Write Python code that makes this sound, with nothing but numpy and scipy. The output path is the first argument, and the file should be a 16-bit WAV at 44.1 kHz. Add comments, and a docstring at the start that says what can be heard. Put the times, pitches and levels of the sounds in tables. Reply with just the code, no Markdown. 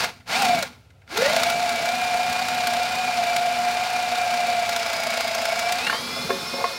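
"""Under an open shelter, a cordless drill drives a long auger bit into a timber beam, heard at one microphone.
After short starts comes one long push: gear tones whine under load and bands of noise scrape and crunch in
time with two cutters. The bit breaks through, the motor races free, and short resonant blows are the auger
knocking in its hole as it is drawn up. Gear whine, beam rumble and outdoor air arrive dry, as if from close by;
the other sounds bring back a thin patter of echoes."""
import sys
import numpy as np
from scipy import signal
from scipy.fft import rfft, irfft, next_fast_len
from scipy.io import wavfile
from scipy.ndimage import uniform_filter1d

SR = 44100
rng = np.random.default_rng(int(sys.argv[2]) if len(sys.argv) > 2 else 0)


def wav_out(sig):
    """Save sig, one row per channel (or a flat mono array), as 16-bit PCM at SR to the path in sys.argv[1]."""
    wavfile.write(sys.argv[1], SR, np.round(np.clip(np.atleast_2d(sig).T, -1, 1) * 32767).astype(np.int16))


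N = 298992
TIME = np.arange(N) / SR


def amp(db):
    """Decibels to gain."""
    return 10 ** (np.asarray(db) / 20)


def unit(x):
    """Scales to an rms of one."""
    return x / np.sqrt(np.mean(x ** 2) + 1e-20)


def curve(rows):
    """Joins (start_s, value) rows by straight lines."""
    return np.interp(TIME, *np.transpose(rows))


def wander(rate_hz):
    """Smooth random drift of rms one, moving up to about the given rate."""
    size = next_fast_len(N)
    hz = np.fft.rfftfreq(size, 1 / SR)
    spectrum = rfft(rng.standard_normal(size)) / np.sqrt(1 + (hz / rate_hz) ** 4)
    return unit(irfft(spectrum, size)[:N])


# resonances of the beam and the drill pressed into it, at ring = 1:
# pitch_hz, width_hz, level_db (above the broad response)
BODY_MODES = [(112, 26, -8), (243.8, 23, 19.5), (381.6, 24.8, 8.5), (473, 84, 14), (549, 8.2, 18),
              (611, 14, -43), (682, 136, 16.5), (865, 70, 9), (1104, 16, 10.5), (1407, 106, 14.5),
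              (1623, 88, 12), (2061, 70, 7), (2244, 310, 8.5), (3760, 220, 3.5), (7050, 440, 4),
              (8810, 300, 7.5)]


def colour(x, spectrum, ring=0., size=8192):
    """Causal filter: a broad spectrum, with the dB peaks of beam and drill scaled by ring."""
    hz = abs(np.fft.fftfreq(size, 1 / SR))
    points, levels = np.transpose(spectrum)
    db = np.interp(np.log(hz + 1), np.log(points), levels)
    for pitch_hz, width_hz, level_db in BODY_MODES:
        db = db + ring * level_db / (1 + (2 * (hz - pitch_hz) / width_hz) ** 2)
    # minimum phase: the response starts at once, with no ringing ahead of a blow
    response = np.fft.ifft(np.exp(np.conj(signal.hilbert(np.log(amp(db)))))).real
    return signal.oaconvolve(x, response[:size // 2])[:len(x)]


def add(mix, start_s, sound):
    """Mixes a sound in at its time."""
    part = mix[max(round(start_s * SR), 0):][:len(sound)]
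    part += sound[:len(part)]


# pulls of the trigger: pressed_s, released_s, run_up_s, share (of the working speed)
TRIGGER_PULLS = [(-0.1, 0.045, 0.05, 0.62), (0.252, 0.61, 0.135, 1.0), (1.06, 7.0, 0.275, 1.0)]
# working speed with the trigger down, in the short cut, the long cut and the free run:
# start_s, speed (turns per second)
SHORT_CUT_SPEED = [(0.39, 268), (0.42, 268), (0.455, 243), (0.53, 235), (0.62, 219)]
LONG_CUT_SPEED = [(1.33, 221), (1.63, 236.8), (1.82, 226.2), (1.97, 243), (2.14, 237.6), (2.45, 244.3),
                  (2.76, 236.2), (2.98, 246.3), (3.25, 233.4), (3.9, 240.8), (4.55, 235.1), (5.05, 223.8),
                  (5.5, 223.5), (5.8, 240.7)]
FREE_RUN_SPEED = [(5.87, 274), (5.95, 310), (6.02, 332), (6.2, 346), (6.46, 354.5), (6.78, 356)]
COAST_S = 0.15  # the released motor loses speed with this time constant


def motor_speed():
    """Turns per second: each pull runs the motor up at constant power to what the wood allows; then it coasts."""
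    working = curve(SHORT_CUT_SPEED + LONG_CUT_SPEED + FREE_RUN_SPEED)
    speed = np.zeros(N)
    for pressed_s, released_s, run_up_s, share in TRIGGER_PULLS:
        rising = np.sqrt(np.clip((TIME - pressed_s) / run_up_s, 0, 1))
        coasting = np.exp(-np.maximum(TIME - released_s, 0) / COAST_S)
        speed = np.maximum(speed, share * working * rising * coasting)
    return speed


def labouring(limit_hz=233):
    """From 0 to 1 as the motor turns below its working speed, as when the cut drags it down."""
    return np.clip((limit_hz - motor_speed()) / 8, 0, 1)


def surging():
    """From 0 to 1 as the motor gathers speed."""
    smooth_speed = uniform_filter1d(motor_speed(), size=3000)
    return np.clip(np.gradient(smooth_speed) * SR / 500, 0, 1)


FULL_VOICE_HZ = 169  # below this motor speed the drill's noises fall away
RELEASE_S, RELEASE_DB = 0.081, -9.5  # the cutters let go of the wood as the trigger is released


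def voice_db(power):
    """A slow drill is quiet, by a power of its speed, and quieter still with the trigger released."""
    held = np.zeros(N)
    for pressed_s, released_s, _, _ in TRIGGER_PULLS:
        time_left = released_s + RELEASE_S - TIME
        held += np.clip(np.minimum(TIME - pressed_s, time_left) / RELEASE_S, 0, 1)
    slowness = np.clip(motor_speed() / FULL_VOICE_HZ, 1e-3, 1)
    return power * 20 * np.log10(slowness) + RELEASE_DB * (1 - held)


TURNS_PER_BITE = 7.5  # motor turns to one pass of a cutter, before the passes are drawn onto the hard bites


def cutter_passes(turns, lag=0.0032):
    """Counts the passes of the cutters: a whole number at each pass, and so just after each hard bite starts."""
    passes = turns / TURNS_PER_BITE
    at_bites = np.interp(np.transpose(HARD_BITES)[0] + lag, TIME, passes)
    whole = np.r_[0, np.cumsum(np.round(np.diff(at_bites)))]
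    return passes + np.interp(passes, at_bites, whole - at_bites)


def cutter_pressure(turns, sharpness=0.78):
    """Peaks each time a cutter meets the grain."""
    return np.exp(sharpness * (np.cos(2 * np.pi * cutter_passes(turns)) - 1))


def fibres(count, snaps_per_s=2800, spread_db=1.0, hiss=0.96):
    """Wood fibres snap in uneven sizes over a smooth rubbing hiss."""
    sizes = amp(spread_db * np.minimum(rng.exponential(1, count), 3)) * rng.choice([-1, 1], count)
    snaps = unit(sizes * (rng.random(count) < snaps_per_s / SR))
    return unit(snaps + hiss * rng.standard_normal(count))


# outdoor air at the microphone: pitch_hz, level_db (per Hz, relative)
AIR_SPECTRUM = [(12, -65), (20, -50), (87, -13), (147, -18.5), (194, -37), (571, -35.5), (713, -33),
                (1170, -46), (1350, -37), (1730, -49), (2280, -42.5), (15000, -63)]


def outdoor_air(level_db=-53.5):
    """Steady noise, shaped to the low hum and faint hiss of the open air."""
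    return amp(level_db) * unit(colour(rng.standard_normal(N), AIR_SPECTRUM))


# rumble with the motor up to speed, before the trim in beam(): start_s, level_db
RUMBLE_LEVEL = [(0.0, -32), (0.55, -33), (1.25, -35.5), (2.2, -39), (5.4, -45.5), (6.05, -39),
                (6.29, -30.5), (6.45, -35.5), (6.78, -49)]
# broad response of the beam: pitch_hz, level_db (per Hz, relative)
BEAM_SPECTRUM = [(20, -50), (30, -27.5), (45, -10), (70, -5), (130, 4.5), (190, 7), (310, -3), (500, -10),
                 (800, -24), (2000, -24)]


def rumble_db(power=1.44):
    """Level of the rumble, which dies away more slowly than the hiss."""
    return curve(RUMBLE_LEVEL) + voice_db(power)


def beam(level_db=-3.5, lump_db=2.5):
    """The turning auger shakes the beam into its low modes, as lumpy filtered noise."""
    drive = rng.standard_normal(N) * amp(lump_db * wander(22.4))
    return amp(rumble_db() + level_db) * unit(colour(drive, BEAM_SPECTRUM, ring=0.73))


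# scraping and motor hiss with the motor up to speed; other drill sounds follow it: start_s, level_db
SCRAPE_LEVEL = [(0.0, -27), (0.41, -27.5), (0.5, -30), (0.62, -33.5), (1.2, -26), (1.6, -32), (3.8, -32.5),
                (5.5, -32.5), (5.8, -31.5), (6.02, -34), (6.7, -35), (6.78, -38)]


def scrape_db(power=2.55):
    """Level of the scraping and hiss, which the motor and gear-tooth sounds follow too."""
    return curve(SCRAPE_LEVEL) + voice_db(power)


# motor, fan and gear tones, against the scraping level:
# order (multiple of the motor speed), loaded_db, free_db (running free)
MOTOR_TONES = [(1, -16, -24), (2, -26, -12), (3, -40, -16), (4, -30, -16), (5, -30, -18), (6, -15, -8),
               (7, -20, -6.5), (10, -1.5, -5.5), (12, -18, -10), (13, -25, -14), (15, -14, -4.5),
               (30, -24, -18), (33, -28, -33), (38, -35, -32), (40, -33, -24)]


def motor(turns, load):
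    """Tones locked to the motor shaft: smeared by the load, cleaner when it runs free."""
    angle = turns + (.003 + .006 * load) * wander(20)
    up_to_speed = np.clip(motor_speed() / 235, 0, 1) ** 3  # a slow motor hardly sings
    out = np.zeros(N)
    for order, loaded_db, free_db in MOTOR_TONES:
        level = load * amp(loaded_db) + (1 - load) * amp(free_db)
        flutter = amp(3 * wander(16))
        out += level * flutter * np.sin(2 * np.pi * (order * angle + rng.random()))
    return out * up_to_speed * amp(scrape_db())


# fuzzy bands of rattling gear teeth, before the trims in grinding():
# order (multiple of the motor speed), half_width_hz, steady_db (steady cutting), labour_db (motor labouring)
RATTLE_BANDS = [(10.23, 179, -11, -7), (11.53, 296, -13, -9.5), (16.26, 110, -34, -25),
                (33.8, 50, -29, -25)]


def grinding(turns, load, free_db=-30.0, surge_db=-9.5):
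    """Gear teeth rattle in narrow bands that follow the motor, weaker as it gathers speed or runs free."""
    labour, out = labouring(), np.zeros(N)
    for order, half_width_hz, steady_db, labour_db in RATTLE_BANDS:
        fuzz = wander(half_width_hz) + 1j * wander(half_width_hz)
        band = fuzz * np.exp(2j * np.pi * order * turns)
        out += band.real * amp(steady_db + (labour_db - steady_db) * labour)
    db = scrape_db() + free_db * (1 - load) + surge_db * surging()
    return out * np.clip(motor_speed() / 225, 0, 1) ** 2 * amp(db)


# gear-tooth tones, against the scraping level:
# order (multiple of the motor speed), steady_db (steady cutting), surge_db (speeding up)
TOOTH_ORDERS = [(10, -30, -1), (15, -30, -5), (30.2, -17, -22), (34, -21, -15), (45, -22, -30)]


def tooth_tones(turns, load):
    """Thin, wavering tones of the gear teeth, whose balance shifts while the motor speeds up."""
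    surge = surging()
    angle = turns + (.012 + .008 * surge) * wander(24)
    out = np.zeros(N)
    for order, steady_db, surge_db in TOOTH_ORDERS:
        level = load * (1 - surge) * amp(steady_db) + surge * amp(surge_db)
        out += level * np.sin(2 * np.pi * order * angle)
    return out * np.clip(motor_speed() / 225, 0, 1) ** 2 * amp(scrape_db())


# scraping in the wood, and the rush of the free motor: pitch_hz, level_db (per Hz, relative)
SCRAPE_SPECTRUM = [(150, -24.5), (400, -15), (600, -5.5), (900, 0), (1300, -2), (1850, -4), (2600, -0.5),
                   (3200, -4), (4500, -1), (6000, -8), (8000, -16), (11000, -19), (15500, -24)]
RUSH_SPECTRUM = [(150, -39), (400, -4.5), (700, -5), (1200, 1.5), (1800, -8.5), (2400, -4), (3100, -5),
                 (4400, 0.5), (5600, -5), (7500, -13), (11000, -16.5), (15500, -22)]


def cutting(turns, load, cut_db=3.5, race_db=2.0, throb=0.41, uneven_db=6.0, flicker_db=0.57):
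    """The cutters scrape in pulses; without load only the rush of fan and gearbox is left."""
    uneven = amp(uneven_db * np.tanh(wander(26)))
    pressure = unit(1 + throb * cutter_pressure(turns) * uneven)
    rubbing = fibres(N) * pressure * amp(flicker_db * wander(110))
    scrape = unit(colour(rubbing, SCRAPE_SPECTRUM, ring=0.66))
    rush = unit(colour(rng.standard_normal(N), RUSH_SPECTRUM, ring=0.44))
    loaded = amp(cut_db) * np.sqrt(load) * scrape
    free = amp(race_db) * np.sqrt(1 - load) * rush
    return amp(scrape_db()) * (loaded + free)


# gear whine with the motor up to speed, before housing lift and load: start_s, level_db
WHINE_LEVEL = [(0.05, -44.5), (0.3, -47), (0.39, -21.5), (0.51, -21), (0.62, -32), (0.67, -41),
               (1.19, -24.5), (1.5, -27), (4.65, -28.5), (4.85, -31.5), (5.55, -30), (5.7, -28),
               (5.85, -39)]
# the housing favours the whine near one pitch: pitch_hz, width_hz, lift_db
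HOUSING_MODE = (708, 31, 6.4)


def whine_db(power=4.9):
    """Level of the gear whine, lifted where its pitch meets the resonance of the housing."""
    hz, width_hz, lift_db = HOUSING_MODE
    pitch_hz = 3 * motor_speed()
    return curve(WHINE_LEVEL) + voice_db(power) + lift_db / (1 + (2 * (pitch_hz - hz) / width_hz) ** 2)


# planet gears swing the whine: order (multiple of the motor speed), level_db (relative)
GEAR_MESH = [(2.907, -18), (3, 0), (3.093, -12)]


def gears(turns, load, flutter_db=4.0, labour_db=4.0, throb_db=3.0, throb_lag=0.084, level_db=-2.5):
    """The loaded gear mesh whines; when the motor is dragged down it stutters and throbs with the cutters."""
    labour = labouring()
    angle = turns + .016 * (1 + labour) * wander(20)
    tone = np.zeros(N)
    for order, tone_db in GEAR_MESH:
        tone += amp(tone_db) * np.sin(2 * np.pi * (order * angle + rng.random()))
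    stutter = amp((flutter_db + labour_db * labour) * np.tanh(wander(58)))
    throb = amp(throb_db * labour * np.cos(2 * np.pi * (cutter_passes(turns) - throb_lag)))
    return unit(tone) * stutter * throb * load * amp(whine_db() + level_db)


# ticks and knocks of the auger in the hole, before the trims in knocks():
# start_s, level_db, pitch_hz (centre of the tone), chatter_s (decay time of the contacts)
AUGER_KNOCKS = [(0.202, -48, 2410, 0.0044), (0.902, -51.5, 3000, 0.0035), (1.016, -52, 2340, 0.0034),
                (1.076, -45, 2980, 0.0016), (5.867, -17.5, 2388, 0.0026), (5.896, -15.5, 1634, 0.0029),
                (5.926, -18.5, 1120, 0.004), (5.944, -23, 990, 0.0042), (6.158, -26, 714, 0.0085),
                (6.292, -19, 557, 0.0046), (6.302, -18.5, 386.6, 0.00096), (6.303, -19, 1320, 0.0026),
                (6.32, -30, 405, 0.019), (6.533, -23, 655, 0.0054), (6.579, -24, 648, 0.0063),
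                (6.601, -22.5, 780, 0.011), (6.6406, -14.5, 950, 0.0024), (6.684, -29, 1043, 0.0143)]
# the steel auger rings when struck: pitch_hz, level_db (relative), t60_s
AUGER_MODES = [(383.2, -3.5, 0.197), (555, -4.5, 0.18), (730, -18, 0.08), (1084, 1.5, 0.065),
               (1270, -21, 0.045), (1790, -10, 0.2)]


def knocks(low_db=-10, high_db=-17, level_db=-4.0, ring_db=-2.5, rise_s=0.0012, count=12000):
    """The auger strikes the wall of the hole in a quick cluster of contacts, and rings on briefly."""
    t, out = np.arange(count) / SR, np.zeros(N)
    for start_s, knock_db, hz, chatter_s in AUGER_KNOCKS:
        force = rng.choice([-1., 1.], count) * t / chatter_s * np.exp(-t / chatter_s)
        tone = [(hz / 8, 2.5 * low_db), (hz / 2.5, low_db), (hz / 1.3, 0),
                (hz * 1.2, 0), (hz * 3, high_db), (hz * 8, 2 * high_db)]
        blow = colour(force, tone, ring=1.0)
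        blow *= np.sqrt(.01 * SR) / np.linalg.norm(blow)  # the energy of 10 ms at an rms of one
        ring = np.zeros(count)
        for pitch_hz, mode_db, t60_s in AUGER_MODES:
            # each blow wakes mostly the modes near its own tone
            nearness = np.exp(-3 * np.log(pitch_hz / hz) ** 2)
            ring += amp(mode_db - 60 * t / t60_s) * nearness * np.sin(2 * np.pi * pitch_hz * t)
        ring *= 1 - np.exp(-t / rise_s)
        add(out, start_s, amp(knock_db) * (amp(level_db) * blow + amp(ring_db) * ring))
    return out


# levels before the trim in bites(); bites hit harder when the motor labours
CHIP_DB, CHIP_LABOUR_DB, CHIP_SPREAD_DB = -31.5, 7, 3.5


def lesser_bites(turns, load, power=8.4, lead_s=0.003, count=400):
    """Rows (start_s, level_db): one bite of chance strength for each pass in the wood between the hard bites."""
    at = np.flatnonzero(np.diff(np.floor(cutter_passes(turns))) > 0)
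    chance = np.clip(rng.standard_normal(count), -2, 2)[:len(at)]
    typical_db = CHIP_DB + CHIP_LABOUR_DB * labouring() + voice_db(power)
    db = typical_db[at] + CHIP_SPREAD_DB * chance
    apart = abs(TIME[at, None] - np.transpose(HARD_BITES)[0]).min(1) > .015
    in_wood = load[at] > .5
    return [(s - lead_s, d) for s, d, keep in zip(TIME[at], db, apart & in_wood) if keep]


# the hardest bites of a cutter, before trim and colouring: start_s, level_db
HARD_BITES = [(0.4199, -15.5), (0.4492, -17), (0.6245, -17), (1.1726, -16), (1.362, -15.5), (1.4319, -14.5),
              (1.499, -16), (1.6915, -20.5), (1.8551, -22), (2.3266, -20.5), (2.4832, -20), (2.6699, -15.5),
              (2.7332, -21), (3.3629, -17.5), (4.6912, -19), (4.7611, -18), (5.2061, -19), (5.3473, -18.5),
              (5.5917, -16.5), (5.7211, -16)]
# tearing chips: pitch_hz, level_db (per Hz)
CRUNCH_SPECTRUM = [(150, -27), (600, -8), (1400, 1.5), (2500, -2.5), (4000, 3.5), (6000, -0.5), (9000, -8),
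                   (15500, -11)]


def bites(turns, load, rise_s=0.0026, level_db=-1.5, count=2000):
    """A bite tears off a chip in a quick crackling burst."""
    t, out = np.arange(count) / SR, np.zeros(N)
    swell = t / rise_s * np.exp(1 - t / rise_s)
    for start_s, bite_db in HARD_BITES + lesser_bites(turns, load):
        crackle = fibres(count, snaps_per_s=6900, spread_db=1.0, hiss=0.49)
        add(out, start_s, amp(bite_db + level_db) * crackle * swell)
    return colour(out, CRUNCH_SPECTRUM, ring=0.61)


# deep in the hole the auger rubs the wall with a thin squeal: start_s, pitch_hz, level_db
WALL_SQUEAL = [(4.68, 5250, -75), (4.8, 5200, -42), (5.0, 4950, -40), (5.2, 4900, -41), (5.4, 5050, -40),
               (5.65, 5250, -41), (5.78, 5300, -75)]


def squeal(width_hz=110):
    """A fuzzy whistle: friction keeps one mode of the auger ringing."""
    start_s, pitch_hz, level_db = np.transpose(WALL_SQUEAL)
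    angle = 2 * np.pi * np.cumsum(np.interp(TIME, start_s, pitch_hz)) / SR
    ringing = unit(wander(width_hz) * np.cos(angle) + wander(width_hz) * np.sin(angle))
    return ringing * np.interp(TIME, start_s, amp(level_db), left=0, right=0)


def shelter(x, wet_db=-14, t60_s=0.18, echoes_per_s=1500, count=9000):
    """Planking and roof throw back a short, thin patter of echoes."""
    t = np.arange(count) / SR
    taps = rng.choice([-1., 1.], count) * (rng.random(count) < echoes_per_s / SR)
    taps *= (t > .005) * amp(-60 * t / t60_s)  # nothing returns in the first 5 ms
    return x + amp(wet_db) * signal.oaconvolve(x, taps / np.linalg.norm(taps))[:N]


def scene():
    """The drill and the outdoor air at one microphone, the same on both channels."""
    speed = uniform_filter1d(motor_speed(), size=900)
    turns = np.cumsum(speed) / SR
    load = np.clip((322 - speed) / 62, 0, 1)  # the motor only races when the wood lets go
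    drill = motor(turns, load) + grinding(turns, load) + tooth_tones(turns, load)
    wood = cutting(turns, load) + knocks() + bites(turns, load) + squeal()
    mix = outdoor_air() + beam() + gears(turns, load) + shelter(drill + wood)
    return np.array([mix, mix])


def record(dry, edge_hz=15900):
    """The band limit of the recorder: a steep low-pass."""
    low_pass = signal.firwin(511, edge_hz, window=("kaiser", 9), fs=SR)
    return signal.oaconvolve(dry, low_pass[None], "same")


dry = scene()
out = record(dry)
wav_out(out)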